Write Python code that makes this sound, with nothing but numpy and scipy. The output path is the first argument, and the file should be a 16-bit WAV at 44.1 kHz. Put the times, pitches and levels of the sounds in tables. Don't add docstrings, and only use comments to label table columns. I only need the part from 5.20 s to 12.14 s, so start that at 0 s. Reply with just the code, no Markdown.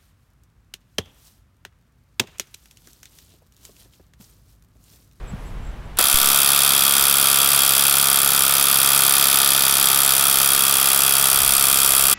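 import sys
import numpy as np
from scipy import signal
from scipy.fft import rfft, irfft
from scipy.io import wavfile
from scipy.ndimage import uniform_filter1d

SR = 44100
rng = np.random.default_rng(int(sys.argv[2]) if len(sys.argv) > 2 else 0)


def unload_audio(sound):
    columns = np.transpose(np.atleast_2d(sound))
    steps = np.round(np.clip(columns, -1, 1) * 32767)
    wavfile.write(sys.argv[1], SR, steps.astype(np.int16))


N = 306054
TIME = np.arange(N) / SR
FFT_SIZE = 8192
BIN_HZ = np.maximum(np.arange(FFT_SIZE // 2 + 1) * SR / FFT_SIZE, 1)
HAMMER_START_S = .8105

# start in seconds, relative level of the ring in dB, relative level of the dull knock in dB.
SLACK_KNOCKS = [(.7712, -18, -26), (.7872, 1, 0), (.7902, -.5, 0), (.8022, -3, 1)]


def wrench(jaw_share=.12, creep_db=-12.0, scrape_db=-13.0, scrape_lead_s=.0012, pressure_db=.25):
    # frequency in Hz, relative level in dB.
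    blow_colour = [(130.0, -7.1), (330.0, -14.0), (550.0, -13.2), (1000.0, -7.0), (2050.0, -9.7),
                   (2900.0, -7.6), (4200.0, -6.4), (6500.0, -8.2), (8000.0, -5.3), (10500.0, 0.0),
                   (13000.0, -3.1), (15500.0, -5.4)]
    # centre in Hz, width in Hz, height in dB.
    resonances = [(424, 120, 4.5), (702, 160, 5.3), (895, 57, 2.5), (1192, 80, 11), (1312, 100, 11),
                  (1444, 100, 9.3), (1871, 132, 2.3), (2245, 83, 3.5), (2492, 160, 7), (2654, 55, 7),
                  (2730, 90, 3.5), (3200, 130, 7.5), (3355, 85, 9), (3570, 463, 6.5), (4297, 40, 5),
                  (4700, 330, 4), (4791, 80, 5), (5076, 166, 2.5), (5764, 283, 3.5), (7243, 165, 3),
                  (7778, 45, 4), (8609, 130, 4.5), (9700, 300, 1.5), (9843, 60, 4.5), (10544, 130, 4),
                  (11130, 100, 4.5), (11510, 130, 3.5), (11680, 120, 2.5), (12272, 200, 2.2),
                  (13440, 220, 2.8)]
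    # frequency in Hz, share in dB.
    looseness = [(130, -.6), (400, -1), (800, -4.2), (1300, -5.3), (3300, -6), (6000, -3.8), (11000, -2.6)]
    # low and high edge in Hz,
    # level in dB, rise and decay in seconds, tail level in dB, tail decay in seconds,
    # dB gained per dB of jaw fullness.
    ringing_parts = [(170, 560, -44, .0015, .004, -16, .015, .9),
                     (560, 1750, -27.3, .001, .013, -7, .02, .3),
                     (1750, 6200, -21.5, .00012, .0043, -9.5, .015, 1.0),
                     (6200, 19000, -15.35, .00015, .0034, -18.5, .018, -.55)]
    times, jaw, fullness_db, strength = blows(jitter_s=.00008, lead_s_per_db=.00011, uneven_db=.42)
    slack_s, slack_db, _ = np.transpose(SLACK_KNOCKS)
    slack = clicks(slack_s, from_db(slack_db))
    loose_db = np.minimum(spectrum(looseness), -.1)
    firm_db = 10 * np.log10(1 - from_db(loose_db) ** 2)
    peaks_db = sum(db * .5 ** ((2 * (BIN_HZ - hz) / width) ** 2) for hz, width, db in resonances)
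    body_db = spectrum(blow_colour) + peaks_db
    scrape_s = times - scrape_lead_s * rng.exponential(1, len(times))
    metal = 0
    for low, high, level_db, rise_s, decay_s, tail_db, tail_s, tilt in ringing_parts:
        envelope = blow_envelope(rise_s, decay_s, tail_db, tail_s)
        sizes = strength * from_db(tilt * fullness_db)
        hits = clicks(times, sizes) + slack
        alternating = clicks(times, sizes * (1 - 2 * jaw))
        firm = np.sqrt(1 - jaw_share) * convolve(hits, metal_ring(envelope))
        firm += np.sqrt(jaw_share) * convolve(alternating, metal_ring(envelope))
        firm += from_db(creep_db) * drift(1.6) * convolve(hits, metal_ring(envelope))
        loose = rattle(hits + clicks(scrape_s, from_db(scrape_db) * sizes), envelope)
        band_db = body_db - 10 * np.log10((1 + (low / BIN_HZ) ** 10) * (1 + (BIN_HZ / high) ** 10))
        part = colour(firm, band_db + firm_db) + colour(loose, band_db + loose_db)
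        metal += from_db(level_db) * unit_rms(part)
    _, clank_db, high_ring_db = socket_seat()
    metal = lift_band(metal, [3100, 3700], clank_db)
    metal = lift_band(metal, [8200, 9900], high_ring_db)
    return from_db(pressure_db * drift(2.0)) * metal


def blows(jitter_s, lead_s_per_db, uneven_db):
    count, hammering = blow_count(), TIME >= HAMMER_START_S
    number = np.arange(int(count[-1]) + 1)
    times = np.interp(number, count[hammering], TIME[hammering])
    jaw = number % 2
    lean_db, clank_db, _ = (np.interp(times, TIME, db) for db in socket_seat())
    limp_db = lean_db * (1 - 2 * jaw)
    fullness_db = .25 * clank_db + limp_db
    timing, force = rng.standard_normal((len(times), 2)).T
    landing_s = times - lead_s_per_db * limp_db + jitter_s * timing
    return landing_s, jaw, fullness_db, from_db(uneven_db * force)


def blow_count(start_hz=67.814, top_hz=69.385, loaded_hz=66.814, at_speed_s=1.05, sag_s=5.0):
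    rise = np.interp(TIME, [HAMMER_START_S, at_speed_s], [start_hz, top_hz])
    sag = (top_hz - loaded_hz) * (1 - np.exp(-np.maximum(TIME - at_speed_s, 0) / sag_s))
    return np.cumsum((rise - sag) * (TIME >= HAMMER_START_S)) / SR


def socket_seat(shift_s=.3):
    # middle of the shift in seconds, first jaw's fullness over the mean
    # in dB, lift of the clank in dB, lift of the high ring in dB.
    seats = [(1.0, .7, 1.5, .3), (2.55, -1.3, -.2, -.4), (4.7, -.4, -.3, -.2), (5.95, -.6, -.4, 1.8)]
    rows = np.array(seats)
    steps_db = np.diff(rows[:, 1:], axis=0, prepend=0)
    progress = np.clip((TIME - rows[:, :1]) / shift_s + .5, 0, 1)
    return steps_db.T @ progress


def blow_envelope(rise_s, decay_s, tail_db, tail_s):
    t = TIME[:SR // 16]
    decay = np.hypot(np.exp(-t / decay_s), from_db(tail_db) * np.exp(-t / tail_s))
    envelope = (1 - np.exp(-t / rise_s)) * decay
    return envelope / np.linalg.norm(envelope)


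def metal_ring(envelope, passes=8):
    burst = rng.standard_normal(len(envelope)) * envelope
    for _ in range(passes):
        flat = irfft(np.exp(1j * np.angle(rfft(burst))), len(envelope))
        burst = flat * envelope / np.sqrt(uniform_filter1d(flat ** 2, size=64) + 1e-18)
    return burst / np.linalg.norm(burst)


def rattle(hits, envelope):
    power = np.maximum(convolve(hits ** 2, envelope ** 2), 0)
    return rng.standard_normal(N) * np.sqrt(power)


def recoil(delay_blows=.19, waver_db=1.0, build_s=.25):
    # multiple of the blow rate, level in dB.
    harmonics = [(1, -58), (2, -43), (3, -44.8), (4, -51), (5, -51.5), (6, -45.5), (7, -51.5)]
    count = blow_count() - delay_blows
    settled = np.clip((TIME - HAMMER_START_S) / build_s, 0, 1)
    buzz = sum(from_db(db + waver_db * drift(16)) * np.cos(2 * np.pi * k * count) for k, db in harmonics)
    lean_db, _, _ = socket_seat()
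    limp = from_db(1.7 * lean_db * np.cos(np.pi * count) + .9 * drift(60))
    return np.sqrt(2) * settled * limp * buzz


def motor_and_slack(start_s=.768, whirr_db=-34.0):
    knock_s, _, knock_db = np.transpose(SLACK_KNOCKS)
    envelope = blow_envelope(rise_s=.0006, decay_s=.005, tail_db=-20, tail_s=.012)
    knocks = rattle(clicks(knock_s, from_db(knock_db)), envelope)
    running = np.clip((TIME - start_s) / .006, 0, 1)
    whirr = from_db(whirr_db) * running * band_noise([700, 4200])
    return 5 * butter(knocks, [230, 1700], "band") + whirr


def wind(breeze_db=-52.5, turbulence_db=1.0, eddies_per_s=6.0, thump_s=.9435):
    # frequency in Hz, relative level in dB.
    rumble_colour = [(10, -8), (25, -3), (42, 0), (65, -9), (130, -14), (250, -26), (600, -50), (2000, -90)]
    # start of the hold in seconds, hold in seconds, level in dB.
    gusts = [(0, .74, -34), (6.17, .68, -42)]
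    # middle in seconds, level in dB, frequency in Hz, half-width in seconds.
    buffets = [(.138, -27, 135, .011), (.49, -31, 45, .014), (6.22, -36, 80, .035)]
    power = from_db(breeze_db) ** 2 + sum((from_db(db) * gust(s, hold)) ** 2 for s, hold, db in gusts)
    flow = np.sqrt(power) * from_db(turbulence_db * drift(eddies_per_s))
    rumble = flow * coloured_noise(rumble_colour)
    for middle_s, db, hz, half_width_s in buffets:
        flutter = np.sqrt(2) * np.sin(2 * np.pi * hz * (TIME - middle_s) + drift(hz))
        rumble += from_db(db) * swell(middle_s, half_width_s) * flutter
    pressure_step = from_db(-14) * (TIME > thump_s)
    thump = butter(butter(pressure_step, 3.4, "high"), 260, "low")
    return rumble + thump


def gust(start_s, hold_s, attack_s=.05, release_s=.1):
    age = TIME - start_s
    return np.exp(np.minimum(age, 0) / attack_s - np.maximum(age - hold_s, 0) / release_s)


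def outdoor_air(air_db=-43.6, waver_db=.6, whistle_width_hz=340, rustle_db=-62):
    # frequency in Hz, relative level in dB.
    air_colour = [(100, -2), (300, -3), (1050, -7), (2000, -13), (3200, -18), (4500, -25), (7000, -30),
                  (11000, -33), (15500, -39)]
    # middle in seconds, half-width in seconds, pitch in Hz, level in dB.
    whistles = [(.095, .019, 7720, -54), (.275, .02, 7680, -59), (.46, .035, 7540, -60),
                (.655, .016, 7620, -66), (.24, .06, 12450, -68), (.24, .07, 10900, -70)]
    air = from_db(air_db + waver_db * drift(6.0)) * coloured_noise(air_colour)
    for middle_s, half_width_s, hz, db in whistles:
        air += from_db(db) * swell(middle_s, half_width_s) * narrow_noise(hz, whistle_width_hz)
    rustle = from_db(rustle_db) * swell(middle_s=.25, half_width_s=.1) * band_noise([4000, 12000])
    return air + rustle


def from_db(db):
    return 10 ** (np.asarray(db) / 20)


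def unit_rms(x):
    return x / np.sqrt(np.mean(x ** 2) + 1e-20)


def drift(rate):
    knots = rng.standard_normal(int(rate * N / SR) + 2)
    smooth = signal.resample(knots, 8 * len(knots))
    return unit_rms(np.interp(np.arange(N), np.linspace(0, N, len(smooth)), smooth))


def swell(middle_s, half_width_s):
    return np.exp(-np.minimum(((TIME - middle_s) / half_width_s) ** 2 / 2, 20))


def clicks(times, sizes):
    return np.bincount(np.round(np.abs(times) * SR).astype(int), sizes, N)[:N]


def convolve(x, impulse):
    return signal.oaconvolve(x, impulse)[:N]


def spectrum(points):
    hz, db = np.transpose(points)
    return np.interp(np.log(BIN_HZ), np.log(hz), db)


def colour(x, db):
    cepstrum = irfft(np.log(from_db(db)))
    cepstrum[1:FFT_SIZE // 2] *= 2
    cepstrum[FFT_SIZE // 2 + 1:] = 0
    impulse = irfft(np.exp(rfft(cepstrum)))[:FFT_SIZE // 2]
    return convolve(x, impulse)


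def butter(x, hz, kind, order=2):
    return signal.sosfilt(signal.butter(order, hz, kind, fs=SR, output="sos"), x)


def lift_band(x, band_hz, db):
    return x + (from_db(db) - 1) * butter(x, band_hz, "band", order=1)


def coloured_noise(points):
    return unit_rms(colour(rng.standard_normal(N), spectrum(points)))


def band_noise(band_hz):
    return unit_rms(butter(rng.standard_normal(N), band_hz, "band"))


def narrow_noise(hz, width_hz):
    return np.sqrt(2) * drift(width_hz) * np.cos(2 * np.pi * hz * TIME)


def scene():
    return (wrench() + recoil() + motor_and_slack() + wind() + outdoor_air())[None]


def record(dry, ceiling=.74, cutoff_hz=15850):
    low_pass = signal.firwin(401, cutoff_hz, fs=SR, window="blackman")
    heard = signal.oaconvolve(dry[0], low_pass, "same")
    rounded = ceiling * np.tanh(heard / ceiling)
    return signal.oaconvolve(rounded, low_pass, "same")[None]


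dry = scene()
out = record(dry)
unload_audio(out)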